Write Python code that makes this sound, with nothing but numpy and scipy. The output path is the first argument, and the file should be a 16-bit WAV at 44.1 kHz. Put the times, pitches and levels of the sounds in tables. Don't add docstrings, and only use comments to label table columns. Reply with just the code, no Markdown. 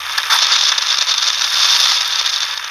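import sys
import numpy as np
from scipy import signal
from scipy.fft import rfft, irfft
from scipy.io import wavfile
from scipy.ndimage import uniform_filter1d, minimum_filter1d

SR = 44100
rng = np.random.default_rng(int(sys.argv[2]) if len(sys.argv) > 2 else 0)


def store_pcm(level_fs):
    pcm = np.round(np.clip(level_fs, -1, 1) * 32767).astype(np.int16)
    wavfile.write(sys.argv[1], SR, np.atleast_2d(pcm).T)


N = 119070

# (time [s], length [s], glass level [dB], body thud level [dB])
SPLATS = [(0.178, 0.007, -12.5, -20.0), (0.231, 0.003, -15.5, -29.0), (0.387, 0.005, -12.0, -20.0),
          (0.419, 0.014, -11.0, -29.0), (0.468, 0.002, -10.0, -21.0), (0.513, 0.015, -13.0, -24.0),
          (0.557, 0.009, -11.0, -26.0), (0.684, 0.012, -13.0, -25.0), (0.717, 0.008, -13.0, -23.0),
          (0.779, 0.009, -10.0, -23.0), (0.822, 0.006, -15.0, -27.0), (0.903, 0.006, -14.0, -27.0),
          (0.926, 0.004, -12.0, -23.0), (0.971, 0.004, -16, -27), (0.984, 0.006, -11.0, -25.0),
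          (1.01, 0.009, -12, -25), (1.023, 0.003, -10.0, -25.0), (1.085, 0.02, -15, -28),
          (1.109, 0.013, -13.0, -26.0), (1.139, 0.005, -14.0, -26.0), (1.179, 0.005, -12.0, -32.0),
          (1.224, 0.009, -13.0, -24.0), (1.274, 0.014, -14.0, -27.0), (1.302, 0.002, -7.5, -23.0),
          (1.411, 0.004, -14.0, -27.0), (1.419, 0.003, -9.0, -20.0), (1.439, 0.012, -15.0, -25.0),
          (1.762, 0.004, -11.0, -23.0), (2.007, 0.007, -14.0, -29.0), (2.157, 0.004, -14.0, -27.0),
          (2.189, 0.014, -15.0, -29.0), (2.212, 0.003, -14.0, -18.0), (2.258, 0.008, -13.0, -28.0),
          (2.36, 0.003, -14.0, -33.0), (2.431, 0.003, -12.0, -25.0), (2.575, 0.004, -17.0, -28.0),
          (2.643, 0.004, -21.0, -24.0)]
# (time [s], level [dB])
KNOCKS = [(.182, -17), (.629, -25), (.722, -17.5), (1.913, -19)]
# (time [s], level [dB])
TICKS = [(.181, -19.5), (0.345, -18), (1.523, -25), (1.803, -21), (2.078, -22.5), (2.26, -26)]
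# (time [s], glass patter level [dB], roof drumming level [dB])
RAIN = [(0, -32, -25.5), (.12, -28, -24), (.28, -27.5, -22.5), (.33, -18, -24.5), (.53, -14.5, -20.5),
        (.66, -14.5, -26.5), (.76, -24, -24.5), (.92, -16.5, -24.5), (1.04, -24, -25), (1.12, -19.5, -25.5),
        (1.5, -19.5, -26), (1.6, -14.5, -21), (1.68, -11, -21), (1.92, -14.5, -23), (2.02, -20, -25),
        (2.4, -20, -25), (2.62, -31.5, -27.5)]
DIP_TIMES_S = [.281, 0.802, 0.965, 1.0, 1.045, 1.056, 1.158, 1.197, 1.784, 2.234, 2.311]
# (time [s], level [dB])
SHEET = [(.296, -26), (.305, -13.5), (.34, -14.5), (.366, -17.5), (.378, -32)]
# (time [s], level [dB])
SPRAY = [(0, -42), (.28, -39.5), (.34, -29.5), (.42, -45), (1.3, -45), (1.55, -38.5), (1.82, -34.5),
         (2.0, -42.5), (2.7, -47)]
# (time [s], level [dB])
HUM = [(0, -59.5), (.3, -55.5), (.55, -73.5), (1.25, -56.5), (1.9, -58), (2.7, -65)]
# (frequency [Hz], relative density [dB per Hz])
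GLASS_COLOUR = [(200, -55), (600, -23.5), (1200, -14), (2000, -17.5), (3200, -11), (3520, 2), (3730, 1),
                (3970, -9), (4200, -5), (5300, -3.5), (6200, -8), (6900, -21.5), (7800, -39.5),
                (9800, -30.5), (11500, -41.5), (15000, -50)]
# (frequency [Hz], relative density [dB per Hz])
ROOF_COLOUR = [(215, -45), (310, -29), (500, -16), (700, -17), (900, -5.5), (1200, 3), (1720, 2),
               (2050, -1.5), (2900, -3), (3300, -1.5), (3630, -1), (4050, -22), (5200, -9), (6400, -12.5),
               (8000, -47), (15000, -47)]
# (frequency [Hz], relative density [dB per Hz])
PANEL_COLOUR = [(200, -42.5), (650, -19.5), (900, -1.5), (1170, 0.5), (1850, 0), (2100, -7.5), (4500, -25),
                (9000, -32)]
# (frequency [Hz], relative density [dB per Hz])
FIZZ_COLOUR = [(3000, -86), (6500, -9), (8000, -17.5), (9150, 1), (10200, 0), (11000, -12.5), (11700, -11),
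               (12900, 3.5), (13800, -7), (15000, -23)]
# (frequency [Hz], relative density [dB per Hz])
RUMBLE_COLOUR = [(50, 4), (130, 1.5), (210, -11), (2000, -67)]

SPLAT_TRIM_DB, THUD_TRIM_DB = 0.7, 0.5
THUD_TILT_DB_PER_OCT = -2.5
SPLAT_SKIRT = .15
SPATTER_PER_S = 7000
KNOCK_S, TICK_S = .008, 0.001
PATTER_PER_S, PATTER_SPREAD_DB, PATTER_SCATTER_S = 1300, 4, 0.00071
DRUM_PER_S, DRUM_SPREAD_DB, DRUM_SCATTER_S = 1400, 2, 0.00091
SHEET_PER_S, SHEET_SPREAD_DB = 3100, 2.5
SHEET_GLASS_DB = -3
SPRAY_PER_S, SPRAY_SPREAD_DB, SPRAY_SCATTER_S, SPRAY_WIDTH = 2600, 2.5, 0.00024, 0.027
SIZE_CAP_SPREADS = 3.85
CROWDING = .7
SPOT_DB, SPOT_HZ = 1.5, 671
DIP_DB, DIP_SIGMA_S = -5.5, 0.0048
PING_HZ, PING_T60_S, PING_PER_S, PING_DB = 3686, 0.013, 220, -9
PING_DETUNE = .03
HUM_HZ, HUM_WAVER, WAVER_PER_S = 92.4, 0.38, 7.97
RUMBLE_DB = -63.5
CABIN_DB, CABIN_T60_S = -14.5, 0.055
CEILING, LIMIT_S = .92, .001
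EDGE_HZ = 15000


def amp(db):
    return 10 ** (np.asarray(db) / 20)


def unit(x):
    return x / np.sqrt(np.mean(x ** 2) + 1e-20)


def level(table, column=1):
    rows = np.array(table)
    return amp(np.interp(np.arange(N) / SR, rows[:, 0], rows[:, column]))


def add(mix, time_s, sound):
    part = mix[max(round(time_s * SR), 0):][:len(sound)]
    part += sound[:len(part)]


def ring(colour, uneven_db=0, size=2048):
    hz = np.fft.rfftfreq(size, 1 / SR)
    table_hz, table_db = np.transpose(colour)
    spot = np.interp(hz / SPOT_HZ, np.arange(size), rng.standard_normal(size))
    gain_db = np.interp(np.log(hz + 1), np.log(table_hz), table_db) + uneven_db * spot
    cepstrum = irfft(np.log(amp(gain_db)))
    cepstrum[1:size // 2] *= 2
    cepstrum[size // 2 + 1:] = 0
    return irfft(np.exp(rfft(cepstrum)))


def burst(colour, time_s, length_s, db, size=4096):
    length_s = max(length_s, 1 / 1000)
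    offset = (np.arange(size) - size / 2) / SR / (length_s / 2)
    envelope = np.exp(-offset ** 4 / 2) + SPLAT_SKIRT * np.exp(-abs(offset) / 2)
    droplets = rng.standard_normal(size) * (rng.random(size) < SPATTER_PER_S / SR)
    sound = signal.fftconvolve(droplets * envelope, ring(colour, SPOT_DB))
    start_s = time_s + length_s / 2 - size / 2 / SR
    return start_s, amp(db) * np.sqrt(length_s * SR) * sound / np.linalg.norm(sound)


def fat_drops():
    out = np.zeros(N)
    thud_colour = [(hz, db + THUD_TILT_DB_PER_OCT * np.log2(hz)) for hz, db in ROOF_COLOUR]
    for time_s, length_s, glass_db, thud_db in SPLATS:
        add(out, *burst(GLASS_COLOUR, time_s, length_s, glass_db + SPLAT_TRIM_DB))
        add(out, *burst(thud_colour, time_s, length_s, thud_db + THUD_TRIM_DB))
    for time_s, db in KNOCKS:
        add(out, *burst(PANEL_COLOUR, time_s, KNOCK_S, db))
    for time_s, db in TICKS:
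        add(out, *burst(FIZZ_COLOUR, time_s, TICK_S, db))
    return out


def shower(colour, per_s, spread_db, scatter_s, strength=1, count=60, size=600):
    crowd = (strength / np.mean(strength)) ** CROWDING
    sizes = amp(spread_db * np.minimum(rng.exponential(1, N), SIZE_CAP_SPREADS))
    sizes = sizes * (rng.random(N) < crowd * per_s / SR)
    sizes = sizes / np.sqrt(crowd)
    spots, out = rng.integers(0, count, N), np.zeros(N)
    age = np.arange(size) / SR / scatter_s
    for k in range(count):
        scatter = rng.standard_normal(size) * age ** 2 * np.exp(-age)
        drop = unit(signal.fftconvolve(scatter, ring(colour, SPOT_DB)))[:2 * size]
        for at in np.flatnonzero(sizes * (spots == k)):
            add(out, at / SR, sizes[at] * drop)
    return strength * unit(out)


def dips():
    t = np.arange(N) / SR
    return amp(DIP_DB * sum(np.exp(-((t - s) / DIP_SIGMA_S) ** 2 / 2) for s in DIP_TIMES_S))


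def sheet_gain():
    t = np.arange(N) / SR
    return level(SHEET) * (t > SHEET[0][0]) * (t < SHEET[-1][0])


def glass_patter():
    strength = np.hypot(level(RAIN, 1), amp(SHEET_GLASS_DB) * sheet_gain())
    return shower(GLASS_COLOUR, PATTER_PER_S, PATTER_SPREAD_DB, PATTER_SCATTER_S, strength)


def roof_drumming():
    return shower(ROOF_COLOUR, DRUM_PER_S, DRUM_SPREAD_DB, DRUM_SCATTER_S, level(RAIN, 2))


def sheet_slap():
    return sheet_gain() * shower(PANEL_COLOUR, SHEET_PER_S, SHEET_SPREAD_DB, DRUM_SCATTER_S)


def patter():
    dip = dips()
    return dip * glass_patter() + np.sqrt(dip) * roof_drumming() + sheet_slap()


def pings(size=1500):
    t, out = np.arange(size) / SR, np.zeros(N)
    decay = np.exp(-np.log(1000) * t / PING_T60_S)
    for at in np.flatnonzero(rng.random(N) < PING_PER_S / SR):
        hz = PING_HZ * (1 + PING_DETUNE * rng.uniform(-1.17, 1))
        add(out, at / SR, rng.rayleigh() * np.sin(2 * np.pi * hz * t) * decay)
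    strength = np.sqrt(level(RAIN, 1) * level(RAIN, 2))
    return amp(PING_DB) * strength * unit(signal.oaconvolve(out, ring(GLASS_COLOUR))[:N])


def spray():
    mid = shower(FIZZ_COLOUR, SPRAY_PER_S, SPRAY_SPREAD_DB, SPRAY_SCATTER_S)
    side = shower(FIZZ_COLOUR, SPRAY_PER_S, SPRAY_SPREAD_DB, SPRAY_SCATTER_S)
    return level(SPRAY) * (mid + SPRAY_WIDTH * np.array([side, -side]))


def hum():
    t = np.arange(N) / SR
    waver = 1 + HUM_WAVER * np.interp(t * WAVER_PER_S, np.arange(N), rng.standard_normal(N))
    tone = np.sqrt(2) * waver * np.sin(2 * np.pi * HUM_HZ * t)
    rumble = unit(signal.oaconvolve(rng.standard_normal(N), ring(RUMBLE_COLOUR, size=8192))[:N])
    return level(HUM) * tone + amp(RUMBLE_DB) * rumble


def cabin(x, size=6000):
    t = np.arange(size) / SR
    tail = rng.standard_normal(size) * np.exp(-np.log(1000) * t / CABIN_T60_S) * (t > .002)
    return x + amp(CABIN_DB) * signal.oaconvolve(x, tail / np.linalg.norm(tail))[:N]


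def scene():
    return cabin(patter() + pings() + fat_drops()) + hum() + spray()


def record(dry):
    span = max(int(LIMIT_S * SR), 2)
    gain = np.minimum(1, CEILING / (abs(dry).max(0) + 1e-9))
    held = dry * uniform_filter1d(minimum_filter1d(gain, span), span)
    low_pass = signal.firwin(301, EDGE_HZ, window=("kaiser", 9), fs=SR)
    return signal.oaconvolve(held, low_pass[None], "same")


dry = scene()
out = record(dry)
store_pcm(out)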